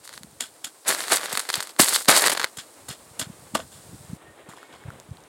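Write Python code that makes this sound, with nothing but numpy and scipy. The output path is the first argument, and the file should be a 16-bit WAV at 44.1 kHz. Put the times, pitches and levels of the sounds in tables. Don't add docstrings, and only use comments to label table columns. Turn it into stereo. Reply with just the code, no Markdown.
import sys
import numpy as np
from scipy import signal
from scipy.fft import rfft, irfft
from scipy.io import wavfile

SR = 44100
rng = np.random.default_rng(int(sys.argv[2]) if len(sys.argv) > 2 else 0)


def master(y):
    cut = np.clip(np.atleast_2d(y).T, -1, 1)
    pcm = np.round(cut * 32767)
    wavfile.write(sys.argv[1], SR, pcm.astype(np.int16))


N = 232832

# frequency in Hz, level in dB, t60 in seconds.
BOARD_MODES = [(260, -1.5, 0.061), (658, -9, 0.054), (712, -2, 0.008), (1180, -2.5, 0.016),
               (1510, -3, 0.015), (1890, -10.5, 0.015), (2850, -5.5, 0.025), (3380, 5.5, 0.0058),
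               (3770, -11, 0.0039), (4320, -4.5, 0.018), (5120, -6.5, 0.022), (7160, -1, 0.0044),
               (8260, -6, 0.0065), (10500, -8, 0.0055), (11600, -24, .005)]
# frequency in Hz, relative level in dB.
ARC_SPECTRUM = [(90, -26.5), (160, -15.5), (380, -5), (600, -1), (1000, -3.5), (1900, -2), (2800, -9),
                (4500, -5), (6000, -12), (8300, -4.5), (12500, -14), (15500, -23.5)]


def from_db(db):
    return 10 ** (np.asarray(db, float) / 20)


def rms_one(x):
    return x / np.sqrt(np.mean(x ** 2) + 1e-20)


def colour(x, spectrum, size=2048):
    hz, db = np.transpose(spectrum)
    grid_hz = np.maximum(np.fft.rfftfreq(size, 1 / SR), 1)
    log_gain = np.interp(np.log(grid_hz), np.log(hz), db) * np.log(10) / 20
    cepstrum = irfft(log_gain, size)
    cepstrum[1:size // 2] *= 2
    cepstrum[size // 2 + 1:] = 0
    impulse = irfft(np.exp(rfft(cepstrum)), size)
    return signal.fftconvolve(x, impulse)[:len(x)]


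def butter(x, hz, kind, order=2):
    return signal.sosfilt(signal.butter(order, hz, kind, fs=SR, output="sos"), x)


def drift(rate_hz):
    r = np.exp(-2 * np.pi * rate_hz / SR)
    slow = signal.lfilter([1], [1, -2 * r, r * r], rng.standard_normal(N + SR))
    return rms_one(slow[SR:])


def grains(per_s, spread_db):
    size_db = spread_db * np.minimum(rng.exponential(1, N), 5)
    sizes = from_db(size_db) * rng.choice([-1, 1], N)
    struck = rng.random(N) < per_s / SR
    return rms_one(sizes * struck + 1e-9)


def ring(clicks, hz, t60_s):
    r, w = from_db(-60 / (t60_s * SR)), 2 * np.pi * hz / SR
    return signal.lfilter([0, np.sin(w)], [1, -2 * r * np.cos(w), r * r], clicks + 1e-18)


def bursts(rows, attack_ms, sag_db, release_ms):
    power = np.zeros((3, N + SR))
    ms = np.arange(-SR // 50, SR // 4) * 1000 / SR
    for start_s, db, length_ms, bass_db, treble_db in rows:
        rise_db = 10 * ms / max(attack_ms, .2)
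        sag = -sag_db * np.minimum(ms / max(length_ms, .1), 1)
        fall_db = -10 * np.maximum(ms - length_ms, 0) / max(release_ms, .5)
        shape_db = np.where(ms < 0, rise_db, sag + fall_db)
        band_db = np.array([[bass_db], [0], [treble_db]])
        at = round(start_s * SR) - SR // 50
        power[:, at:at + len(ms)] += from_db(2 * (shape_db + db + band_db))
    return power[:, :N]


def three_bands(power, sources, edges_hz):
    low_hz, high_hz = edges_hz
    parts = [butter(sources[0], low_hz, "low", order=4),
             butter(sources[1], edges_hz, "band", order=3),
             butter(sources[2], high_hz, "high", order=4)]
    return sum(np.sqrt(p) * rms_one(part) for p, part in zip(power, parts))


def puff(hz, turns, phase):
    t = np.arange(-1500, 1501) / SR
    return np.exp(-(t * hz / turns) ** 2) * np.cos(2 * np.pi * hz * t + phase)


def place(rows, shapes):
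    out = np.zeros(N + 3001)
    for row, shape in zip(rows, shapes):
        at = round(row[0] * SR)
        out[at:at + len(shape)] += from_db(row[1]) * shape
    return out[1500:N + 1500]


def background():
    # time in seconds, murmur, sizzle and wind levels in dB.
    stretches = [
        [(0.0, -58.5, -56.5, -75), (0.25, -56, -55.5, -59), (0.7, -57, -54.5, -79), (2.6, -52.5, -52.5, -71),
         (3.4, -53, -53, -57), (3.97, -54, -51.5, -55), (4.17, -53, -53.5, -47)],
        [(4.172, -53.5, -60.5, -63), (4.66, -50.5, -61.5, -65), (4.94, -50.5, -59, -52),
         (5.28, -54, -60.5, -62.5)],
    ]
    # frequency in Hz, relative level in dB.
    yard_spectrum = [(88, -65), (150, -20), (324, 2.5), (356, -0.5), (538, 0.5), (1210, -5), (1350, -6.5),
                     (1880, -9.5), (4000, -16.5), (5200, -69), (8800, -120)]
    sizzle_spectrum = [(1200, -45), (2500, -40), (3200, -9), (4300, -2), (5900, -4.5), (8500, 3.5),
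                       (12000, -7), (15500, -10.5)]
    wind_spectrum = [(20, -39), (60, 5.5), (130, 4.5), (250, -1.5), (500, -21), (2000, -77)]
    s, *levels = np.transpose(np.concatenate(stretches))
    yard_db, sizzle_db, wind_db = [np.interp(np.arange(N) / SR, s, db) for db in levels]
    yard_side_db = np.minimum(yard_db, -53) - 12
    yard = np.array([rms_one(colour(rng.standard_normal(N), yard_spectrum)) * from_db(1.74 * drift(13.0) + db)
                     for db in (yard_db, yard_side_db)])
    spit = .4 * grains(1500, 4.5)
    sizzle = rms_one(colour(rng.standard_normal(N) + spit, sizzle_spectrum)) * from_db(sizzle_db)
    lumps_db = 4.5 * drift(14)
    wind = np.array([rms_one(colour(rng.standard_normal(N), wind_spectrum, size=8192)) * from_db(lumps_db + db)
                     for db in (0, -11)])
    return yard + sizzle * np.array([[1], [0]]) + from_db(wind_db) * wind


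def burning():
    # time in seconds, middle-band rms in dB, bass and treble in dB re the middle.
    spells = [
        [(0.03, -61, 3, 0), (0.05, -48.5, -8, 8), (0.065, -53, -10, 1), (0.118, -54.5, -5, -7),
         (0.14, -48.5, -10, 2), (0.2, -60.5, -2, 6)],
        [(0.845, -59, -9, -4), (0.851, -46, -15, -14), (0.859, -51.5, 10, 0), (0.881, -26.5, -2, 7),
         (0.903, -29.5, 4.5, 5), (0.967, -41.5, 3, 5.5), (1.01, -38, 3, 4.5), (1.047, -38, 0, -2),
         (1.065, -46, 5.5, 7), (1.1, -37.5, 0.5, 5)],
        [(1.1, -35, 2.5, -4), (1.124, -25, 4.5, 5.5), (1.166, -31, -0.5, 5.5), (1.2, -44.5, 7.5, 2),
         (1.256, -39.5, 6, 5.5), (1.274, -42.5, 2.5, -3.5), (1.35, -36, -1, 2), (1.366, -41.5, 0, 6),
         (1.426, -45, -0.5, 2), (1.485, -52.5, 1, 2), (1.517, -43, -1.5, 1), (1.575, -35, 1, -3),
         (1.62, -45.5, -0.5, -5), (1.72, -59, 0, 7)],
        [(1.78, -66, 5, 4), (1.796, -21.5, 9, 9), (1.834, -25.5, -2.5, 6.5), (1.864, -34, 2, 6),
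         (1.895, -28.5, -2, 7), (1.92, -31.5, -3.5, 2.5), (1.944, -23.5, -16, 5.5), (1.966, -22, -15, -1.5),
         (1.974, -36.5, -1.5, 3), (2.02, -38, -6, 3.5), (2.035, -51.5, -8, 11), (2.07, -53, 6, 7)],
        [(2.07, -61, 8, -3), (2.086, -14, 1, 1), (2.132, -25, 5.5, 3), (2.176, -20, -2.5, 1.5),
         (2.206, -34, 5.5, 7.5), (2.243, -30, 8.5, 1.5), (2.272, -21.5, -1.5, 2.5), (2.29, -37.5, 0, 1),
         (2.39, -46.5, 3, -5), (2.458, -46.5, 6, -13), (2.5, -57, -1, 4)],
    ]
    s, db, bass_db, treble_db = np.transpose(np.concatenate(spells))
    t = np.arange(N) / SR
    lit = sum((t >= spell[0][0]) & (t < spell[-1][0]) for spell in spells)
    return np.array([np.where(lit, np.interp(t, s, level), -120)
                     for level in (db + bass_db, db, db + treble_db)])


def flares():
    # start in seconds, middle-band level in dB, length in ms,
    # bass and treble in dB re the middle.
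    spits = [(0.948, -37, 5, -1, 10), (1.328, -29.5, 4, 6, 5), (1.374, -31, 4.7, 6.5, 9),
             (1.394, -33.5, 5.2, -4, 14), (1.49, -31, 8, 5.5, 5.5), (1.501, -25.5, 6, -12, -1),
             (1.528, -34, 9, -17, 0), (1.541, -21, 5, -28, -7), (1.555, -23.5, 5, -17, 3),
             (1.605, -38.5, 4.8, -8, 12), (1.6266, -44.5, 22, -12, 9), (1.671, -46, 6, -0.5, 6),
             (1.693, -38, 13, -5, -5), (2.22, -33, 4, -4, 12), (2.296, -24, 12.6, 1, 2),
             (2.318, -25, 18, 2, 5), (2.35, -32.5, 6.9, 5, -4), (2.3736, -33, 5.4, 8, 4),
             (2.397, -32.5, 12, 8.5, 1.5), (2.4156, -36, 11, 3, -12), (2.4306, -34, 10, -1, -4),
             (2.4435, -26.5, 2.8, 6, 2)]
    shared = grains(3000, 1.44)
    sputter_db = 0.68 * drift(160)
    fizz = []
    for per_s in (1500, 3000, 6000):
        micro_sparks = .5 * shared + grains(per_s, 3.5)
        flicker = from_db(sputter_db + 2.5 * drift(120))
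        hiss = .6 * rng.standard_normal(N)
        fizz.append(colour(micro_sparks * flicker + hiss, ARC_SPECTRUM))
    power = from_db(2 * burning()) + bursts(spits, attack_ms=1, sag_db=9, release_ms=5.3)
    return three_bands(power, fizz, edges_hz=(2800, 6200))


def sparks():
    # time in seconds, size in dB, dullness in dB.
    loud = [(0.0766, -22, -8), (0.0927, -23, -2), (0.1289, -27, -3), (0.1386, -24, -6), (0.1776, -21, 2),
            (0.2335, -22, -15), (0.9057, -7, 3), (0.9111, -8, 4), (0.9485, -13, 1), (1.0056, -11, -1),
            (1.0391, -15, 0), (1.0822, -15, 0), (1.1212, -2, 5), (1.131, -5, 8), (1.1712, -6, -13),
            (1.2124, -17, 7), (1.2327, -15, 14), (1.259, -14, 3), (1.3531, -10, 3), (1.3741, -4, -1),
            (1.3951, -10, -5), (1.4023, -12, 1), (1.4526, -24, 2), (1.49, -15, 7), (1.5019, -8, 11),
            (1.5304, -15, -10), (1.5408, -6, -4), (1.5563, -10, -9), (1.6049, -9, 0), (1.6263, -15, -2),
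            (1.6726, -22, -5), (1.7643, -28, 10), (1.8342, -4, -8), (1.8793, -7, -11), (1.8846, -3, -9),
            (1.9615, -1, -2), (2.0475, -20, -16), (2.0572, -18, -10), (2.0951, 0, -1), (2.1135, -2, 2),
            (2.1645, -2, -7), (2.1749, -1, -7), (2.1959, -5, -7), (2.221, -6, -7), (2.241, -5, 6),
            (2.2641, -2, 7), (2.2742, -4, 2), (2.282, -3, 3), (2.2983, -6, 4), (2.3499, -17, 12),
            (2.3655, -19, 3), (2.3732, -13, 2), (2.3762, -8, 8), (2.3969, -8, 7), (2.4013, -10, 8),
            (2.4152, -10, 7), (2.4222, -17, 1), (2.4302, -14, 6), (2.4386, -15, 6), (2.4435, -2, 6)]
    strays_per_s, stray_re_burn_db, dull_spread_db = 110, 13, 12
    burn_db = burning()[1]
    at = np.flatnonzero((rng.random(N) < strays_per_s / SR) & (burn_db > -100))
    dull_db = dull_spread_db * rng.standard_normal(len(at))
    strays = np.transpose([at / SR, burn_db[at] + stray_re_burn_db, dull_db])
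    return np.concatenate([loud, strays])


def cracks(rows):
    # frequency in Hz, relative level in dB.
    spark_spectrum = [(200, -18), (600, -4), (1800, 0), (2800, -4), (4500, -2), (6000, -6), (8500, -3),
                      (12000, -9), (16000, -22)]
    s, db, dull_db = np.transpose(rows)
    dull_share = 1 / (1 + from_db(-1.5 * dull_db))
    front = np.zeros(N)
    click = np.arange(256) == 0
    for kind, share in (("low", dull_share), ("high", 1 - dull_share)):
        shape = colour(butter(click, 3200, kind), spark_spectrum)
        top = np.argmax(np.abs(shape))
        train = np.zeros(N)
        train[np.round(s * SR).astype(int) - top] = -from_db(db) * share ** .6
        front += signal.fftconvolve(train, shape / shape[top])[:N]
    lag = round(0.00036 * SR)
    bounce = -.5 * np.roll(front, lag)
    t = np.arange(SR // 40) / SR
    scatter = rng.standard_normal(len(t)) * from_db(-24 - 60 * t / .02) * (t > .0007)
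    return front + bounce + signal.fftconvolve(front, scatter)[:N]


def bumps():
    # time in seconds, level in dB, frequency in Hz, lean to the left from -1 to 1.
    low_bumps = [(0.18, -46, 170, 0), (0.212, -40.5, 181, 0), (0.247, -37, 191, 0), (0.275, -48, 170, 0),
                 (0.331, -45, 154, -0.072), (1.336, -32, 182, 0), (1.58, -32.5, 145, 0),
                 (2.582, -37.5, 128, 0), (2.895, -34, 116, 0), (2.909, -32.5, 151, 0),
                 (3.115, -42, 111, 0.1), (3.221, -32, 137, 0), (3.272, -31.5, 142, -0.17),
                 (3.302, -28.5, 181, 0.26), (3.541, -27, 205, -0.17), (3.641, -41, 135, -0.2),
                 (3.745, -43.5, 156, -0.31), (3.893, -39, 130, -0.1), (4.009, -37, 119, -0.2),
                 (4.048, -40, 138, -0.1), (4.1, -27.5, 131, 0.12), (4.134, -21.5, 176, -0.3),
                 (4.49, -35.5, 177, 0.03), (4.858, -29, 114, 0.26), (4.886, -25.5, 113, 0.3),
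                 (5.092, -36, 140, 0.22), (5.116, -25, 111, 0.087)]
    out_of_step = 2.1
    phases = rng.uniform(0, 2 * np.pi, len(low_bumps))
    mids, sides = [], []
    for (_, _, hz, lean), phase in zip(low_bumps, phases):
        mids.append(puff(hz, 0.6, phase))
        leaning = lean * puff(hz, 0.71, phase)
        stray = out_of_step * abs(lean) * puff(1.27 * hz, 0.51, phase + np.pi / 2)
        sides.append(leaning + stray)
    return np.array([place(low_bumps, mids), place(low_bumps, sides)])


def knocks():
    # time in seconds, level in dB, contact hardness (upper band edge) in Hz.
    blows = [(0.4069, -36.5, 6000), (0.6449, -71, 2940), (3.196, -28, 9000), (3.1992, -37, 2970),
             (3.5521, -20, 2610), (3.5545, -11.5, 1410), (3.558, -29, 1050), (3.5957, -24, 885),
             (3.6018, -28.5, 2800)]
    out = np.zeros(N)
    click = np.arange(SR // 8) == 0
    chance_db = rng.normal(0, 0.58, (len(blows), len(BOARD_MODES)))
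    for (s, db, hard_hz), luck_db in zip(blows, chance_db):
        rings = sum(from_db(mode_db + extra_db) * ring(click, hz, t60_s)
                    for (hz, mode_db, t60_s), extra_db in zip(BOARD_MODES, luck_db))
        at = round(s * SR)
        out[at:at + len(click)] += from_db(db) * butter(rings, [380, hard_hz], "band")
    return out


def skids():
    # start in seconds, middle-band level in dB, length in ms, bass and treble in dB re the middle.
    drags = [(0.407, -22.5, 11.5, -18, -1), (0.418, -35, 69, -10, -0.5), (0.644, -31.5, 28, -10.5, 2),
             (0.668, -41, 38, -9, 0), (2.572, -36.5, 12, -7, 5.5), (2.586, -34, 52, -13, -4),
             (2.886, -39.5, 29, 1.5, 7.5), (2.901, -34, 56, -14, -3.5), (3.195, -32, 27, -1.5, 8.5),
             (3.214, -30.5, 45, -5, -6), (3.549, -28, 4.9, -18, 0), (3.552, -18.5, 13, 2.5, -3.5),
             (3.57, -35.5, 28, 2, -5), (3.59, -40.5, 54, 3, -3), (3.72, -53.5, 190, -3, 4),
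             (4.49, -52.5, 110, 4.5, 2.5), (4.565, -57, 330, -6, -2.5), (4.725, -54, 160, -1, -6)]
    body = sum(from_db(db) * rms_one(ring(grains(1800, 3.4), hz, t60_s)) for hz, db, t60_s in BOARD_MODES)
    rasp = rms_one(colour(grains(5000, 4.9), ARC_SPECTRUM))
    scrape = rms_one(body) + 0.67 * rasp
    power = bursts(drags, attack_ms=1.6, sag_db=21, release_ms=8.9)
    return three_bands(power, [scrape] * 3, edges_hz=(1400, 6200))


def thumps():
    # time in seconds, level in dB, frequency in Hz.
    kicks = [(1.8, -8.5, 257), (1.829, -24, 257), (2.088, -15, 233), (2.114, -34, 280)]
    return place(kicks, [puff(hz, 0.74, 0.64) for _, _, hz in kicks])


def whines():
    # start and end in seconds, frequency in Hz, resonance width in Hz, level in dB.
    tones = [(4.174, 4.8, 1838, 30, -63), (4.548, 4.922, 2200, 30, -64.5)]
    out = np.zeros(N)
    t = np.arange(N) / SR
    for start_s, end_s, hz, width_hz, db in tones:
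        t60_s = np.log(1000) / (np.pi * width_hz)
        fade = np.clip(np.minimum(t - start_s, end_s - t) / 0.035, 0, 1)
        waver = from_db(2.5 * drift(9.3))
        tone = rms_one(ring(ring(rng.standard_normal(N), hz, t60_s), hz, t60_s))
        out += from_db(db) * fade * waver * tone
    return out


def ticks():
    # time in seconds, click level in dB, frequency in Hz.
    taps = [(4.492, -43, 1070), (4.496, -34, 930), (4.515, -32, 1810), (4.526, -31, 1910),
            (4.536, -29, 1030), (4.574, -30, 980), (4.585, -32, 1830), (4.63, -27, 1370), (4.74, -32, 990),
            (4.76, -37, 999), (4.838, -32, 1700), (4.904, -24, 1400), (5, -25, 7340), (5.107, -40, 6200),
            (5.171, -31.5, 4120), (5.184, -36, 864), (5.205, -40, 7500), (5.238, -36, 6400)]
    out = np.zeros(N)
    for s, db, hz in taps:
        click = np.zeros(N)
        click[round(s * SR)] = from_db(db)
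        edge = butter(click, [2000, 11000], "band")
        out += from_db(-3.5) * ring(click, hz, 15.0 / hz) + edge
    return out


def scene():
    near = flares() + cracks(sparks()) + knocks() + skids() + thumps() + whines() + ticks()
    t = np.arange(SR // 100) / SR
    noise_tail = rms_one(rng.standard_normal(len(t)) * from_db(-60 * t / 0.011))
    following_noise = signal.fftconvolve(near, noise_tail)[:N]
    aside = from_db(-52.5) * butter(following_noise, 3300, "high", order=1)
    mid, side = np.array([near, aside]) + bumps() + background()
    return np.array([mid + side, mid - side])


def record(dry):
    thin = np.array([butter(channel, 74, "high") for channel in dry])
    soft = thin / (1 + np.abs(thin / .99) ** 4) ** .25
    top_cut = signal.ellip(14, .5, 125, 16000, fs=SR, output="sos")
    return signal.sosfilt(top_cut, soft)


dry = scene()
out = record(dry)
master(out)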